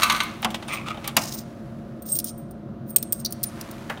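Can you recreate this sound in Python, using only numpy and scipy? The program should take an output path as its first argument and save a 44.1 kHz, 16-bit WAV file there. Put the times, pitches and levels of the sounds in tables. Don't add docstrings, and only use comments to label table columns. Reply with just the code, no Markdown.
import sys
import numpy as np
from scipy import signal
from scipy.fft import rfft, irfft
from scipy.io import wavfile

SR = 44100
rng = np.random.default_rng(int(sys.argv[2]) if len(sys.argv) > 2 else 0)


def put_to_file(sound):
    columns = np.atleast_2d(sound).T
    safe = np.clip(columns, -1, 1)
    whole_steps = np.round(safe * 32767)
    wavfile.write(sys.argv[1], SR, whole_steps.astype(np.int16))


N = 176400

# start in seconds, level in dB, tilt in dB per octave.
CHUTE_HITS = [(0.0202, -17, 0), (0.0288, -20.5, 2), (0.032, -9, 3), (0.06, -29, 3), (0.0982, -12, -0.5),
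              (0.107, -17.5, -3.5), (0.122, -21, 5.5), (0.147, -19, -3), (0.163, -23.5, 1), (0.175, -38, 6),
              (0.203, -15, -2), (0.233, -31, 11)]
# time in seconds, level in dB.
SKITTER_FADE = [(0.02, -44), (0.06, -38), (0.15, -43), (0.19, -44), (0.235, -39), (0.27, -60)]
# start in seconds, level in dB, tilt in dB per octave, attack in seconds.
FLAP_KNOCKS = [(0.446, -13, -0.5, 0.00081), (1.1665, -3.5, 3.5, 0.0018), (1.1715, -16.5, -0.5, .0025),
               (3.898, -25.5, -2, 0.00075)]
# start in seconds, level in dB, tilt in dB per octave.
CUP_TAPS = [(0.4275, -24.5, 0), (0.504, -34.5, 6.5), (0.544, -22.5, 1), (0.625, -31.5, -1),
            (0.683, -31.5, -1), (0.946, -32.5, -5.5), (0.974, -30, -6.5), (1.043, -31.5, 3),
            (1.076, -26, 0.5), (1.09, -35, 1), (3.974, -33, -4.5)]
# time in seconds, levels of rasp, hollow and scraping
# resonance in dB, pitch of that resonance in Hz.
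CUP_SCRAPE = [(0.67, -58.5, -57.5, -60, 2770), (0.685, -37, -38, -41, 2700),
              (0.715, -37.5, -42.5, -39.5, 2120), (0.733, -32, -34, -27.5, 2460),
              (0.75, -32.5, -36, -40, 2140), (0.772, -36, -45, -35.5, 2530), (0.8, -44, -39.5, -43, 2380),
              (0.845, -57, -48.5, -53.5, 2300), (0.885, -31, -35, -44.5, 2500),
              (0.905, -36.5, -43, -46, 2300), (0.91, -34, -28, -33, 2340), (0.935, -55, -51, -51, 2400),
              (1.02, -58, -60, -59, 2400), (1.06, -39.5, -44, -44.5, 2370),
              (1.13, -55.5, -54.5, -59.5, 2430)]
# time in seconds, pitch in Hz.
HOLLOW_PITCH = [(0.75, 1215), (0.8, 1070), (0.87, 1270)]
# start in seconds, pitch rise from the grip in Hz, relative ring level in dB,
# ring t60 in seconds, tick level in dB, tick tilt in dB per octave.
COIN_CLINKS = [(0.421, 898, -38, 0.027, -34, 1), (1.076, 300, -28, 0.031, -18, -2.5),
               (1.225, 300, -46, 0.027, -29, -24), (2.022, 100, -37.5, 0.075, -37, 0),
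               (2.188, 346, -21, 0.034, -12, 1), (2.199, 300, -43, .02, -21, -2.5),
               (2.2432, 350, -26, 0.034, -15.5, 2.5), (2.378, 183, -44.5, 0.17, -53, 3),
               (2.51, 500, -43, 0.047, -44.5, -2), (2.9617, -20, -7.5, 0.038, -16, 3),
               (2.965, 20, -10, .03, -16.5, -0.5), (2.983, 248, -32, 0.035, -27, -1),
               (3.0273, 204, -23, 0.037, -23.5, -3), (3.124, -5, -16.5, 0.055, -20, 1),
               (3.129, 60, -15, 0.032, -23, 1), (3.201, 100, -33, .04, -39, -1),
               (3.248, 606, -29, 0.05, -22, 3), (3.259, 900, -29, 0.023, -21, 2),
               (3.307, 911, -40, 0.046, -31, 6), (3.3237, 800, -39, 0.018, -18.5, 2),
               (3.431, 500, -26, 0.018, -16, 3.5), (3.436, 118, -16.5, 0.028, -19, -1),
               (3.44, 120, -25, 0.03, -21, -3.5), (3.611, 298, -53, 0.018, -25, -4),
               (3.712, 300, -43, 0.036, -33, -2)]
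# start in seconds, level in dB.
COIN_CLAPS = [(3.2499, -17), (3.2587, -18.5), (3.267, -39)]
# time in seconds, levels of rasp, lower ring and upper ring
# in dB, pitch rise from the grip in Hz.
COIN_SLIDES = [
    [(0.0, -45, -45, -46, 100), (0.24, -48, -47, -59, 99.6)],
    [(0.68, -47, -42, -64, 549.5), (0.715, -53, -58, -62, 400), (0.738, -35, -31.5, -38, 199.5),
     (0.8, -64, -80, -75, -1)],
    [(1.18, -32, -67, -67, 299.5), (1.32, -39.5, -60, -54, 399), (1.348, -34, -36.5, -32, 300.5),
     (1.367, -47.5, -61, -49, 299), (1.39, -38, -46, -42, 299), (1.44, -69, -78, -71, 0.5)],
    [(2.054, -55, -56, -60, 200.5), (2.063, -51, -45, -34, 298), (2.078, -47, -48, -43, 98.5),
     (2.1, -40, -33, -34, 52), (2.115, -44, -39, -40, 18), (2.121, -40.5, -22.5, -29, -5),
     (2.135, -41.5, -23, -29, 18), (2.146, -51, -31.5, -35, 198.5), (2.154, -34, -26, -25, 248),
     (2.168, -35.5, -30.5, -22.5, 300.5), (2.186, -56, -66, -40, 201)],
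    [(2.25, -44, -39, -45, 452), (2.262, -40, -46, -40, 452), (2.29, -37.5, -38, -41, 398),
     (2.325, -65, -56, -64, 100.8)],
    [(2.86, -74, -82, -72, 902.5), (2.908, -50, -41, -34, 281), (2.922, -82, -51, -56, 200),
     (2.95, -69, -61, -54, 0)],
    [(3.14, -60, -57, -49, -0.5), (3.19, -56, -50, -55, 48), (3.202, -43.5, -44, -46, 100),
     (3.225, -62, -63, -58, 0)],
    [(3.455, -48, -46, -59, 600), (3.473, -54, -32, -62, 752), (3.5, -51, -62, -70, 795)],
]
# time in seconds, level in dB.
SCUFF_FADE = [(3.89, -54), (3.902, -30), (3.935, -43), (4.0, -63)]
SLEEVE_FADE = [(0, -30), (0.4, -49), (1.1, -49), (1.5, -55), (1.95, -61), (2.8, -78.5), (3.2, -60.5),
               (3.4, -54), (3.6, -44.5), (3.8, -47), (4, -51)]

# pitch in Hz, relative level in dB, t60 in seconds.
PANEL_MODES = [(1020, -6, 0.18), (1165, 1.5, 0.21), (1236, -2.5, 0.2), (1510, 1, 0.2), (2097, -8, 0.3),
               (2218, -3, 0.24), (2640, -11.5, 0.33), (3940, -9.5, 0.27)]
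FLAP_MODES = [(256, -6, 0.15), (660, 0, 0.09), (825, 0, 0.08), (925, 1, 0.1), (1270, -2, .1),
              (2670, 6.5, .07)]
RIM_MODES = [(831, -4, 0.093), (3070, -1, .04), (3680, -3, 0.04)]
PINCH_MODES = [(10160, -23, .025), (11700, -19, 0.029)]
COIN_HZ = [8500, 8540, 14510, 14635, 15070]
# relative level in dB, share of the ring time.
COIN_BALANCE = [(3.5, 1), (-14, 1), (7, .55), (5, 0.79), (-5, .55)]
# pitch in Hz, level in dB.
HUM_TONES = [(100, -52), (125, -56), (225.8, -43.5), (328, -55), (553, -54.5), (698, -55.5)]

# frequency in Hz, relative level in dB.
CHUTE_EQ = [(400, -28), (780, -15.5), (1130, -2.5), (1530, -9), (1660, -11.5), (2200, -3.5), (3000, -6),
            (4400, -5), (4950, -20), (6400, -11), (7400, -22.5), (11900, -20.5), (16000, -37.5)]
FLAP_EQ = [(100, -20), (220, -1), (420, -14.5), (650, -1), (900, -1.5), (1250, 0.5), (1650, -10),
           (2700, -1), (4200, -9), (6200, -11.5), (9000, -13.5), (15500, -18)]
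CUP_EQ = [(200, -14), (700, 1), (1200, -2), (1700, -4.5), (2400, -4.5), (3500, -2), (4500, -12.5),
          (8500, -19.5), (11000, -27), (15500, -30)]
HOUSING_EQ = [(400, -5), (1100, 1), (1700, 4.5), (2600, -7), (5000, -22.5), (15000, -24.5)]
TICK_EQ = [(1000, -34), (2500, -17), (3500, -9), (5500, -0.5), (7500, -8), (8800, 0), (11700, 0),
           (13500, 0), (15500, 1.5)]
CLAP_EQ = [(2500, -38), (3500, -19), (4200, 3), (4700, 2.5), (5100, -6), (5700, -1.5), (6600, -13),
           (7400, -40)]
LANDING_EQ = [(1500, -40), (2350, -10), (2900, -13.5), (4300, -8), (5500, -49), (6500, 2), (7300, -34)]
FLESH_EQ = [(120, -21), (330, 7), (520, -7), (900, -30), (2000, -52)]
SLIP_EQ = [(1500, -29.5), (3500, -5), (4600, -2), (5600, 4), (7000, 1.5), (7700, -10), (8700, -3),
           (10500, -7.5), (13500, -8), (15500, -8.5)]
CLOTH_EQ = [(500, -12.5), (900, -1.5), (1200, -1.5), (2000, -8), (3400, -13), (5500, -17), (8000, -21.5),
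            (9400, -21), (16000, -28.5)]
FAN_EQ = [(33, -42.5), (42, -12), (64, -12), (100, -15), (130, -2), (175, -8.5), (222, -2), (262, -13.5),
          (326, -7.5), (460, -21.5), (600, -15.5), (720, -22), (850, -30), (1300, -27.5), (2200, -43.5),
          (4000, -47.5), (8000, -61), (16000, -61.5)]
ROOM_EQ = [(100, 3.5), (2000, -3), (5000, -12.5), (15000, -2.5)]
# frequency in Hz, t60 in seconds.
FLAP_DECAY = [(150, 0.19), (800, .11), (2500, 0.054), (6000, 0.035), (15000, 0.023)]
ROOM_DECAY = [(200, 1), (1500, 0.48), (5000, 0.62), (15000, 0.072)]


def chute():
    out = excite(slips(), burst(CHUTE_EQ, t60=0.053)) * fader(SKITTER_FADE)
    for start, db, tilt_db in CHUTE_HITS:
        add(out, start, amp(db) * burst(CHUTE_EQ, t60=0.053, tilt_db=tilt_db))
        add(out, start, amp(db - 20) * burst(CHUTE_EQ, t60=0.62, tilt_db=-4, size=16384))
        add(out, start, amp(db - 12.5) * ring(PANEL_MODES))
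    return out


def flap():
    out = np.zeros(N)
    for start, db, tilt_db, attack_s in FLAP_KNOCKS:
        add(out, start, amp(db) * burst(FLAP_EQ, FLAP_DECAY, tilt_db, size=8192, attack_s=attack_s))
        add(out, start, amp(db - 21.5) * ring(FLAP_MODES))
    return out


def cup():
    friction = slips()
    out = colour(friction, CUP_EQ) * fader(CUP_SCRAPE)
    hollow = resonate(friction, curve(HOLLOW_PITCH), width_hz=300)
    scrape = resonate(friction, curve(CUP_SCRAPE, column=4), width_hz=700)
    out += hollow * fader(CUP_SCRAPE, column=2) + scrape * fader(CUP_SCRAPE, column=3)
    out += colour(friction, HOUSING_EQ) * fader(SCUFF_FADE)
    for start, db, tilt_db in CUP_TAPS:
        add(out, start, amp(db) * burst(CUP_EQ, t60=0.071, tilt_db=tilt_db))
        add(out, start, amp(db - 7.5) * ring(RIM_MODES))
    return out


def clinks(pinch_s=3.4365):
    out = np.zeros(N)
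    for start, rise_hz, ring_db, t60, tick_db, tilt_db in COIN_CLINKS:
        choked = ring(coin_modes(rise_hz), time_scale=t60)
        free = ring(coin_modes(0, upper_db=-5.5), time_scale=0.28)
        add(out, start, amp(ring_db) * choked / 2)
        add(out, start, amp(ring_db - 36.5) * free / 2)
        add(out, start, amp(tick_db) * burst(TICK_EQ, t60=0.027, tilt_db=tilt_db, size=2048))
    for start, db in COIN_CLAPS:
        add(out, start, amp(db) * burst(CLAP_EQ, t60=0.034))
    add(out, pinch_s, ring(PINCH_MODES))
    return out


def palm_landing(start_s=2.9615):
    out = np.zeros(N)
    add(out, start_s, burst(FLESH_EQ, t60=0.023) + burst(LANDING_EQ, t60=0.042))
    return amp(-23.5) * out


def slides(contacts=8):
    friction = slips() * amp(3.5 * np.clip(wander(rate_hz=168), -2, 2))
    contact = rng.integers(0, contacts, N)
    rasp = unit(sum(excite(friction * (contact == k), burst(SLIP_EQ, t60=0.01, size=1024))
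                    for k in range(contacts)))
    rise_hz = curve(sum(COIN_SLIDES, []), column=4)
    pitches = [hz for hz, _, _ in coin_modes(rise_hz)]
    lower = squeal(pitches[0])
    upper = unit(squeal(pitches[-2]) + amp(-6) * squeal(pitches[-1]))
    return sum(rasp * fader(move) + lower * fader(move, column=2) + upper * fader(move, column=3)
               for move in COIN_SLIDES)


def coin_modes(rise_hz, upper_db=0):
    modes = [(hz, db, share) for hz, (db, share) in zip(COIN_HZ, COIN_BALANCE)]
    lower = [(hz + rise_hz, db, share) for hz, db, share in modes[:2]]
    upper = [(hz + 0.4 * rise_hz, db + upper_db, share) for hz, db, share in modes[2:]]
    return lower + upper


def squeal(hz, jitter_hz=90, flutter_db=3.5):
    cycles = np.cumsum(hz + jitter_hz * wander(rate_hz=900)) / SR
    flutter = amp(flutter_db * wander(rate_hz=900))
    return unit(flutter * np.sin(2 * np.pi * cycles))


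def slips(per_second=1900, spread_db=3.5):
    strength = amp(spread_db * np.minimum(rng.exponential(1, N), 4))
    return strength * rng.choice([-1., 1.], N) * (rng.random(N) < per_second / SR)


def sleeve():
    return colour(unit(slips()) + rng.standard_normal(N), CLOTH_EQ) * fader(SLEEVE_FADE)


def machine(waver_depth=0.16, waver_hz=22.15):
    t = np.arange(N) / SR
    out = amp(-38.5) * colour(rng.standard_normal(N), FAN_EQ)
    for hz, db in HUM_TONES:
        swell = 1 + waver_depth * wander(waver_hz)
        drift = waver_depth * wander(waver_hz)
        out += amp(db) * np.sqrt(2) * swell * np.sin(2 * np.pi * hz * t + drift)
    return out


def room(direct):
    tail = burst(ROOM_EQ, ROOM_DECAY, size=24000)
    return signal.fftconvolve(direct, tail / np.linalg.norm(tail))[:N]


def burst(eq, t60, tilt_db=0, size=4096, attack_s=0.00095):
    t = np.arange(size) / SR
    noise = np.sign(rng.random(size) - 0.5)
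    strike = colour(noise, eq, tilt_db) * np.minimum(t / attack_s, 1)
    if np.isscalar(t60):
        return strike * amp(-60 * t / t60)
    hz, spectrum = np.fft.rfftfreq(size, 1 / SR), rfft(strike)
    out = np.zeros(size)
    for centre_hz, band_t60 in t60:
        band = at_frequency([(f, float(f == centre_hz)) for f, _ in t60], hz)
        out += irfft(spectrum * band, size) * amp(-60 * t / band_t60)
    return out


def ring(modes, time_scale=1):
    t = np.arange(0, time_scale * max(t60 for _, _, t60 in modes), 1 / SR)
    return sum(amp(db - 60 * t / (t60 * time_scale)) * np.sin(2 * np.pi * (hz * t + rng.random()))
               for hz, db, t60 in modes)


def excite(clicks, body):
    return unit(signal.oaconvolve(clicks, body)[:N])


def resonate(x, hz, width_hz):
    carrier = np.exp(2j * np.pi * np.cumsum(hz) / SR)
    pole = np.exp(-np.pi * width_hz / SR)
    return unit((carrier * signal.lfilter([1], [1, -2 * pole, pole * pole], x / carrier)).real)


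def colour(x, eq, tilt_db=0):
    hz = np.fft.rfftfreq(len(x), 1 / SR)
    gain = amp(at_frequency(eq, hz) + tilt_db * np.log2(hz + 20))
    return unit(irfft(rfft(x) * gain, len(x)))


def at_frequency(points, hz):
    point_hz, values = np.transpose(points)
    return np.interp(np.log(hz + 1), np.log(point_hz + 1), values)


def fader(points, column=1):
    return amp(curve(points, column, outside=-200))


def curve(points, column=1, outside=None):
    columns = np.transpose(points)
    return np.interp(np.arange(N) / SR, columns[0], columns[column], left=outside, right=outside)


def wander(rate_hz, size=4000):
    return np.interp(np.arange(N) / SR * rate_hz, np.arange(size), rng.standard_normal(size))


def add(mix, start_s, sound):
    part = mix[max(round(start_s * SR), 0):][:len(sound)]
    part += sound[:len(part)]


def amp(db):
    return 10 ** (np.asarray(db) / 20)


def unit(x):
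    return x / np.sqrt(np.mean(x ** 2) + 1e-20)


def scene():
    direct = chute() + flap() + cup() + clinks() + palm_landing() + slides()
    return (direct + amp(-16) * room(direct) + sleeve() + machine())[None]


def record(dry, low_cut_hz=36, high_cut_hz=16000):
    low_cut = signal.butter(4, low_cut_hz, "highpass", fs=SR, output="sos")
    high_cut = signal.firwin(255, high_cut_hz, window=("kaiser", 8), fs=SR)
    clipped = np.clip(signal.sosfilt(low_cut, dry), -1, 1)
    return signal.oaconvolve(clipped, high_cut[None], "same")


dry = scene()
out = record(dry)
put_to_file(out)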